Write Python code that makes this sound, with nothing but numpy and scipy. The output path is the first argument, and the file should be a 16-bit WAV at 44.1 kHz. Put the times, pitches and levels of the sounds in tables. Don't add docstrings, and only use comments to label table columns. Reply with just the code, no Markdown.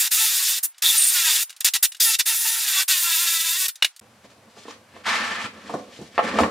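import sys
import numpy as np
from scipy import signal
from scipy.fft import rfft, irfft
from scipy.io import wavfile
from scipy.ndimage import uniform_filter1d

SR = 44100
rng = np.random.default_rng(int(sys.argv[2]) if len(sys.argv) > 2 else 0)


def output_pcm(signal):
    pcm = np.clip(np.atleast_2d(signal).T, -1, 1) * 32767
    wavfile.write(sys.argv[1], SR, np.round(pcm).astype(np.int16))


N = 286650
T = np.arange(N) / SR
HZ = np.maximum(np.arange(N // 2 + 1) * SR / N, 1)
SPEED_CHANGE_S = 4.0
FREE_STROKES = 468

# (start [s], release [s], time to bite [s], rasp level [dB],
# stroke hum above rasp [dB], top hiss level at start [dB], top hiss level at release [dB])
PULLS = [(0.0, 0.077, 0.00055, -23.5, -9.5, -14.5, -24.5), (0.103, 0.588, 0.016, -24, -14.5, -17, -24.5),
         (0.626, 0.658, 0.0076, -35, -4.5, -14, -19), (0.819, 1.432, 0.0052, -21.5, -13.5, -18, -22),
         (1.604, 1.614, 0.0044, -26.5, -13, 0, -44), (1.644, 1.687, 0.0016, -17.5, -14.5, -11, -29),
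         (1.735, 1.767, 0.0029, -18, -11.5, -17.5, -24), (1.824, 1.856, 0.0063, -17.5, -14.5, -8.5, -20.5),
         (1.999, 2.152, 0.0027, -20.5, -19, -16.5, -21.5), (2.184, 2.210, 0.016, -16, -10.5, 4, -29),
         (2.25, 2.833, 0.014, -25, -12, -20, -23.5), (2.876, 3.666, 0.0072, -22, -14.5, -19.5, -24.5),
         (3.68, 3.697, 0.0029, -23.5, -18.5, -10, -27)]
# (frequency [Hz], level [dB], time to die by 60 dB [s])
TIMBER = [(200, -21, .09), (309.5, 0.5, 0.16), (505, -3.5, 0.35), (737, 3, 0.048), (906, 7.5, 0.039),
          (1182, 21.5, 0.011), (1357, 7, 0.043), (1850, 5.5, 0.032), (2850, -8, 0.016)]


def undb(db):
    return 10 ** (np.asarray(db) / 20)


def unit(x):
    return x / np.sqrt(np.mean(x ** 2))


def colour(x, points):
    hz, db = np.transpose(points)
    gain = undb(np.interp(np.log(HZ), np.log(hz), db))
    return irfft(rfft(x) * gain, N)


def band(x, low_hz, high_hz):
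    return signal.sosfilt(signal.butter(2, [low_hz, high_hz], "band", fs=SR, output="sos"), x)


def share(x, low_hz, high_hz):
    below_high = 1 / (1 + (HZ / high_hz) ** 4)
    below_low = 1 / (1 + (HZ / low_hz) ** 4)
    return irfft(rfft(x) * (below_high - below_low), N)


def ring(x, modes):
    out = 0
    for hz, db, t60 in modes:
        pole = np.exp(2j * np.pi * hz / SR - np.log(1000) / (t60 * SR))
        out = out + undb(db) * signal.lfilter([1], [1, -pole], x).imag
    return out


def walk(rate):
    k = int(SR / rate)
    steps = np.repeat(rng.standard_normal(N // k + 1), k)
    return unit(uniform_filter1d(steps, k)[:N])


def grit(scatter_db):
    size_db = scatter_db * np.minimum(rng.exponential(1, N), 3)
    return unit(rng.standard_normal(N) * undb(size_db))


def room(x, t60_s, wet_db):
    t = T[:int(SR * t60_s)]
    tail = rng.standard_normal(len(t)) * 1000 ** (-t / t60_s)
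    return x + undb(wet_db) * signal.fftconvolve(x, tail / np.linalg.norm(tail))[:N]


def widen(mid, side_db):
    scatter = rng.standard_normal(3000) * np.exp(-T[:3000] / .03)
    scattered = signal.fftconvolve(mid, scatter / np.linalg.norm(scatter))[:N]
    side = colour(scattered, side_db)
    return np.array([mid + side, mid - side])


def held(values):
    latest = np.searchsorted(np.array(PULLS)[:, 0], T) - 1
    return np.asarray(values)[np.maximum(latest, 0)]


def within(curves, column, rest):
    out = np.full(N, float(rest))
    for rows in map(np.array, curves):
        span = (T > rows[0, 0] - .02) & (T < rows[-1, 0] + .04)
        out[span] = np.interp(T[span], rows[:, 0], rows[:, column])
    return out


def motor():
    # (time [s], stroke rate once spun up [per s], evenness [dB])
    stroke_curves = [
        [(.11, 450, -12), (.165, 410, -10), (.19, 446, 0), (.25, 446, 0), (.265, 422, -6), (.28, 432, -6),
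         (.31, 390, -8), (.46, 363, -10), (.58, 385, -10)],
        [(.83, 470, -16), (.91, 465, -14), (.94, 446, -2), (.98, 432, -3), (1.02, 388, -7), (1.09, 397, -9),
         (1.16, 365, -5), (1.3, 306, -3), (1.33, 440, -16), (1.43, 466, -12)],
        [(2.0, 420, -14), (2.04, 420, -12), (2.055, 460, 2), (2.11, 448, 2), (2.135, 425, -10),
         (2.158, 460, -10)],
        [(2.27, 446, -10), (2.295, 464, -3), (2.35, 434, -4), (2.4, 467, -3), (2.45, 458, -4), (2.475, 432, -4),
         (2.51, 460, -4), (2.59, 456, -6), (2.71, 390, -4), (2.79, 380, -2), (2.83, 385, -4)],
        [(2.89, 396, -4), (2.94, 367, 1), (3.0, 350, -3), (3.1, 338, 0), (3.17, 321, 1), (3.21, 348, -2),
         (3.3, 336, -1), (3.5, 328, -1), (3.55, 342, -1), (3.575, 378, 0), (3.67, 370, -2)],
    ]
    spin_up_s, missing_share = .008, .3
    coast_s, free_evenness_db = .005, -13
    start, end, bite = map(held, np.transpose(PULLS)[:3])
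    since = np.maximum(T - start, 0)
    attack = np.minimum(since / np.maximum(bite, 1 / SR), 1) ** 2
    on = attack * np.exp(-np.maximum(T - end, 0) / coast_s)
    spin_up = 1 - missing_share * np.exp(-since / spin_up_s)
    rate = within(stroke_curves, column=1, rest=FREE_STROKES) * spin_up
    return on, rate, within(stroke_curves, column=2, rest=free_evenness_db)


def saw():
    # (frequency [Hz], level [dB])
    rasp_tone = [(60, -31), (600, -30), (850, -14.5), (1400, -6), (2600, -1), (5000, 1.5), (7000, 2.5),
                 (10000, 1.5), (15400, 2.5), (16500, -39.5)]
    # (frequency [Hz], level [dB])
    crank_tone = [(700, -30), (900, -4), (1050, 2), (1400, 1), (1850, 0), (2300, -1), (2700, 0), (3700, 0),
                  (4800, -12)]
    # (frequency [Hz], width [Hz], lift [dB])
    body = [(900, 250, 3), (1830, 250, 4), (2710, 250, 4), (3650, 350, 3), (4960, 300, 2), (9700, 1500, 2)]
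    # (time [s], rasp above that of the pull [dB])
    pressure = [
        [(0.12, 3), (0.16, 2), (0.49, 1.5), (0.585, -2.5)],
        [(0.825, 2.5), (0.91, -1), (0.95, -2.5), (1.15, -0.5), (1.36, 4.5), (1.43, -2.5)],
        [(2.0, 0.5), (2.04, -2.5), (2.1, 0.5), (2.125, 0.5), (2.158, 6)],
        [(2.265, 2.5), (2.33, 0), (2.4, -5), (2.48, 0.5), (2.55, -2.5), (2.8, 4.5), (2.835, 2)],
        [(2.885, 0), (2.92, 5), (2.95, -1.5), (3.36, -1), (3.4, -2), (3.6, -5), (3.668, -2.5)],
    ]
    hum_top_hz, hiss_from_hz = 2200, 7000

    start, end, _, rasp_db, hum_db, first_db, last_db = map(held, np.transpose(PULLS))
    rasp_db = rasp_db + within(pressure, column=1, rest=0)
    progress = np.clip((T - start) / (end - start), 0, 1)
    hiss_db = first_db + (last_db - first_db) * progress - rasp_db
    on, rate, even_db = motor()
    phase = 2 * np.pi * np.cumsum(rate * (1 + .006 * walk(70))) / SR

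    turns = rng.uniform(0, 2 * np.pi, 12)
    crank = 0
    for k in range(12):
        crank = crank + undb(3.5 * walk(55)) * np.cos((k + 2) * phase + turns[k])
    teeth = grit(1.2) * (1 + .3 * np.cos(phase) + .2 * np.cos(2 * phase))

    lift = 1
    for f, width, db in body:
        lift = lift + (undb(db) - 1) / (1 + (2 * (HZ - f) / width) ** 2)
    teeth = irfft(rfft(unit(colour(teeth, rasp_tone))) * lift, N)
    crank = irfft(rfft(unit(colour(crank, crank_tone))) * lift, N)

    even = undb(even_db)
    low_teeth = unit(share(teeth, 60, hum_top_hz))
    low_crank = unit(share(crank, 60, hum_top_hz))
    hum = unit(low_teeth + 1.4 * even * low_crank)
    mid_teeth = unit(share(teeth, hum_top_hz, hiss_from_hz))
    mid_crank = unit(share(crank, hum_top_hz, hiss_from_hz))
    rasp = unit(mid_teeth + .55 * even * mid_crank)
    hiss = unit(share(teeth, hiss_from_hz, 20000))

    layers = hum * undb(hum_db + 2.2 * walk(40))
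    layers = layers + rasp * undb(1.2 * walk(40))
    layers = layers + hiss * undb(hiss_db + 1.5 * walk(40))
    return on * undb(rasp_db + 0.67 * walk(40)) * layers


def whine():
    whine_db, fade_db_per_stroke = -20.5, .15
    gear_ratio = 22.2
    on, rate, even_db = motor()
    phase = 2 * np.pi * np.cumsum(gear_ratio * rate * (1 + .003 * walk(80))) / SR
    db = whine_db + .5 * even_db - fade_db_per_stroke * (FREE_STROKES - rate)
    return on * undb(db + 3.0 * walk(40)) * np.cos(phase)


def fast_air():
    # (frequency [Hz], level [dB])
    fast_air_tone = [(300, -24.5), (800, -3.5), (1500, 0.5), (5000, -4.5), (9000, -12), (16000, -29.5)]
    return undb(-60 + 2.0 * walk(21)) * unit(colour(grit(2.1), fast_air_tone))


def taps():
    # (time [s], level [dB], treble above that level [dB])
    tap_list = [(0.744, -34, -17), (0.78, -39, 9), (1.494, -25.5, 0), (1.502, -22, -1.5), (1.526, -31, -6),
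                (1.563, -38.5, 9), (1.919, -19.5, -2.5), (1.946, -18, -10), (1.966, -38, 7),
                (3.755, -30.5, 5), (3.823, 8.5, -18), (3.845, 5.5, -11.5), (3.962, -34, 4),
                (3.993, -44.5, 18.5)]
    # (frequency [Hz], level [dB], time to die by 60 dB before the hand damps it [s])
    tap_modes = [(1730, 2.5, 0.013), (2900, 9, 0.038), (3780, 6, 0.034), (4760, -27, 0.074),
                 (5460, -4.5, 0.039), (7250, -30, 0.14), (8440, -41, 0.13), (9300, -35.5, 0.014)]
    length = 4000
    out, t = np.zeros(N), T[:length]
    for s, db, treble_db in tap_list:
        noise = rng.standard_normal((3, length))
        rattle = noise[0] * np.exp(-t / .003)
        tone = band(ring(rattle, tap_modes), 900, 12000)
        tone = tone * np.exp(-t / .007)
        crack = 0.58 * band(noise[1], 1870, 4350) + undb(treble_db) * band(noise[2], 2900, 11000)
        tap = .5 * tone / abs(tone).max() + 0.92 * crack * np.exp(-t / 0.0074)
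        i = int(s * SR)
        out[i:i + length] += undb(db) * tap * np.minimum(t / 0.0024, 1)
    return out


def jolt():
    start_s, level_db, decay_s = .835, -41, .022
    fade = (T > start_s) * np.exp(-np.maximum(T - start_s, 0) / decay_s)
    return undb(level_db) * fade * unit(band(rng.standard_normal(N), 70, 600))


def squeals():
    # (start [s], end [s], frequency [Hz], width [Hz], level [dB], throb rate [per s])
    squeal_list = [(0.836, 0.918, 3630, 398, -16.5, 183), (0.972, 1.005, 9400, 600, -14.5, 890),
                   (1.004, 1.056, 8870, 405, -12.5, 660), (1.067, 1.106, 8840, 300, -15.5, 700),
                   (2, 2.058, 4910, 500, -18.5, 1400)]
    out = 0
    for start, end, hz, width, db, rate in squeal_list:
        on = uniform_filter1d(1. * (T > start) * (T < end), size=200)
        throb = unit(np.exp(1.2 * np.cos(2 * np.pi * rate * T)))
        tone = unit(band(rng.standard_normal(N), hz - width / 2, hz + width / 2))
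        out = out + undb(db + 1.1 * walk(49.94)) * on * throb * tone
    return out


def slow_air():
    # (frequency [Hz], level [dB])
    air_tone = [(18, -50.5), (30, -47), (97, 1.5), (337, -15.5), (581, -4), (1340, -10), (5730, -20),
                (11600, -25.5), (15000, -37)]
    return undb(-56) * unit(colour(rng.standard_normal(N), air_tone))


def slides():
    # (start [s], rise [s], hold [s], fall [s], sag while held [dB; negative swells],
    # scrape level [dB], sleeve and grit rustle level [dB], timber rumble level [dB])
    slide_list = [(4.212, 0.04, 0.006, 0.035, 4, -55, -53.5, -53.5),
                  (4.288, 0.016, 0.0045, .04, 4, -60, -53, -62),
                  (4.472, 0.033, .005, .04, 3, -67, -55.5, -63.5),
                  (4.527, 0.062, .02, 0.11, 3, -61, -46.5, -55),
                  (4.624, 0.044, 0.071, 0.049, 4, -50, -48.5, -56),
                  (4.84, 0.11, 0.067, 0.041, 2.5, -53, -57, -51),
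                  (5.038, 0.032, 0.39, 0.048, 12, -23, -31, -39),
                  (5.508, 0.035, 0.17, 0.056, -7, -54, -59, -47.5),
                  (5.68, 0.05, 0.028, 0.35, 6, -52, -46, -39.5),
                  (5.84, 0.089, 0.084, 0.3, 1.5, -56, -49, -53.5),
                  (6.104, 0.048, .02, .04, 0, -49.5, -50, -49),
                  (6.174, 0.071, 0.18, 0.1, 0.5, -33, -43, -27.5),
                  (6.4, 0.042, .01, 0.051, 11, -50, -55, -17.5)]
    # (scrape [dB], rustle [dB], rumble [dB])
    rest_db = (-78, -79.5, -62.5)
    edge_db = 25
    rumble_sag_share = 0.43
    power = undb(rest_db)[:, None] ** 2
    for start, rise, hold, fall, sag_db, *peak_db in slide_list:
        times = np.cumsum([start - .01, .01, rise, hold, fall, fall])
        shape_db = np.interp(T, times, [-99, -edge_db, 0, -sag_db, -sag_db - edge_db, -99])
        hold_progress = np.clip((T - start - rise) / hold, 0, 1)
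        kept_db = (1 - rumble_sag_share) * sag_db * np.outer([0, 0, 1], hold_progress)
        power = power + undb(shape_db + kept_db + np.array(peak_db)[:, None]) ** 2
    return np.sqrt(power)


def drag():
    # (frequency [Hz], level [dB])
    scrape_tone = [(240, -32), (400, -12.5), (1140, -3.5), (1490, 3.5), (1790, 2.5), (2600, -2), (3810, -7),
                   (7000, -15.5), (11600, -28), (14600, -41), (16000, -70)]
    # (frequency [Hz], level [dB])
    rumble_tone = [(24, -61.5), (40, -40), (86, -4.5), (142, -20.5), (212, 5), (352, -6), (514, -0.5),
                   (900, -18.5), (1170, -5), (1980, -120)]
    scrape_gain, rustle_gain, rumble_gain = slides()
    slips_db = 1.3 * walk(70)
    rub = colour(grit(3), scrape_tone)
    scrape = share(unit(rub) + .45 * unit(ring(rub, TIMBER)), 600, 3000)
    rustle = share(rub, 3000, 16000)
    rumble = colour(grit(1.4), rumble_tone)
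    bright = unit(scrape) * scrape_gain + unit(rustle) * rustle_gain * undb(2.0 * walk(60))
    return bright * undb(slips_db) + unit(rumble) * rumble_gain * undb(3.6 * walk(30))


def knocks():
    # (time [s], level [dB], contact brightness [Hz], rattle decay time [s],
    # crack above that level [dB])
    knock_list = [(4.567, -43.5, 568, 0.0074, -30), (4.654, -37.5, 576, 0.0038, -30),
                  (4.682, -32.5, 616, 0.011, -33), (4.708, -32.5, 2990, 0.006, -18),
                  (4.964, -39.5, 533, 0.009, -25), (5.077, -23.5, 1100, .006, -22),
                  (5.44, -39, 170, 0.019, -41), (5.695, -29, 530, 0.022, -14),
                  (5.739, -22, 417, 0.017, -19), (5.989, -35.5, 230, 0.019, -16),
                  (6.014, -32.5, 210, 0.011, -12), (6.179, -8, 1160, 0.0046, -42),
                  (6.19, -9, 1100, 0.011, -33), (6.386, -8.5, 1230, 0.012, -18),
                  (6.403, -11.5, 497, 0.011, -17.5), (6.434, -12, 1100, 0.0084, -23)]
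    length = 9000
    out, t = np.zeros(N + length), T[:length]
    for s, db, hz, rattle_s, crack_db in knock_list:
        noise = rng.standard_normal(length)
        rattle = noise * np.exp(-t / rattle_s)
        push = band(rattle, .5 * hz, 1.48 * hz)
        modes = [(f * (1 + 0.035 * rng.standard_normal()), g, t60) for f, g, t60 in TIMBER]
        tone = ring(push, modes)
        thud = band(band(rattle, hz / 2.5, 1.8 * hz), 110, 3.0 * hz)
        crack = band(noise[::-1], 1800, 7600) * np.exp(-t / 0.028)
        knock = tone / abs(tone).max() + 1.1 * thud / abs(thud).max() + undb(crack_db) * crack
        i = int(s * SR)
        out[i:i + length] += undb(db) * knock
    return out[:N]


def scene():
    # (frequency [Hz], side above mid [dB])
    fast_side = [(60, -17), (110, -16), (200, -17), (380, -17), (700, -27), (1290, -31), (2380, -34),
                 (4400, -24), (8120, -11), (15000, -9)]
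    # (frequency [Hz], side above mid [dB])
    slow_side = [(60, -26), (110, -28), (200, -25), (380, -18), (700, -10), (1290, -8), (2380, -6),
                 (4400, -5), (8120, -4), (15000, -8)]
    fast = room(saw() + whine() + taps() + jolt() + squeals(), 0.071, -9)
    fast = colour(fast, [(350, -7.5), (800, -4.0)])
    fast = fast + fast_air()
    slow = room(drag() + knocks(), 0.36, -9.0) + slow_air()
    fast_part = widen(fast, fast_side) * (T < SPEED_CHANGE_S)
    slow_part = widen(slow, slow_side) * (T > SPEED_CHANGE_S + .011)
    return fast_part + slow_part


def record(dry):
    rounded = 1.25 * np.tanh(dry / 1.25)
    return signal.sosfilt(signal.ellip(10, .2, 70, 15900, fs=SR, output="sos"), rounded)


dry = scene()
out = record(dry)
output_pcm(out)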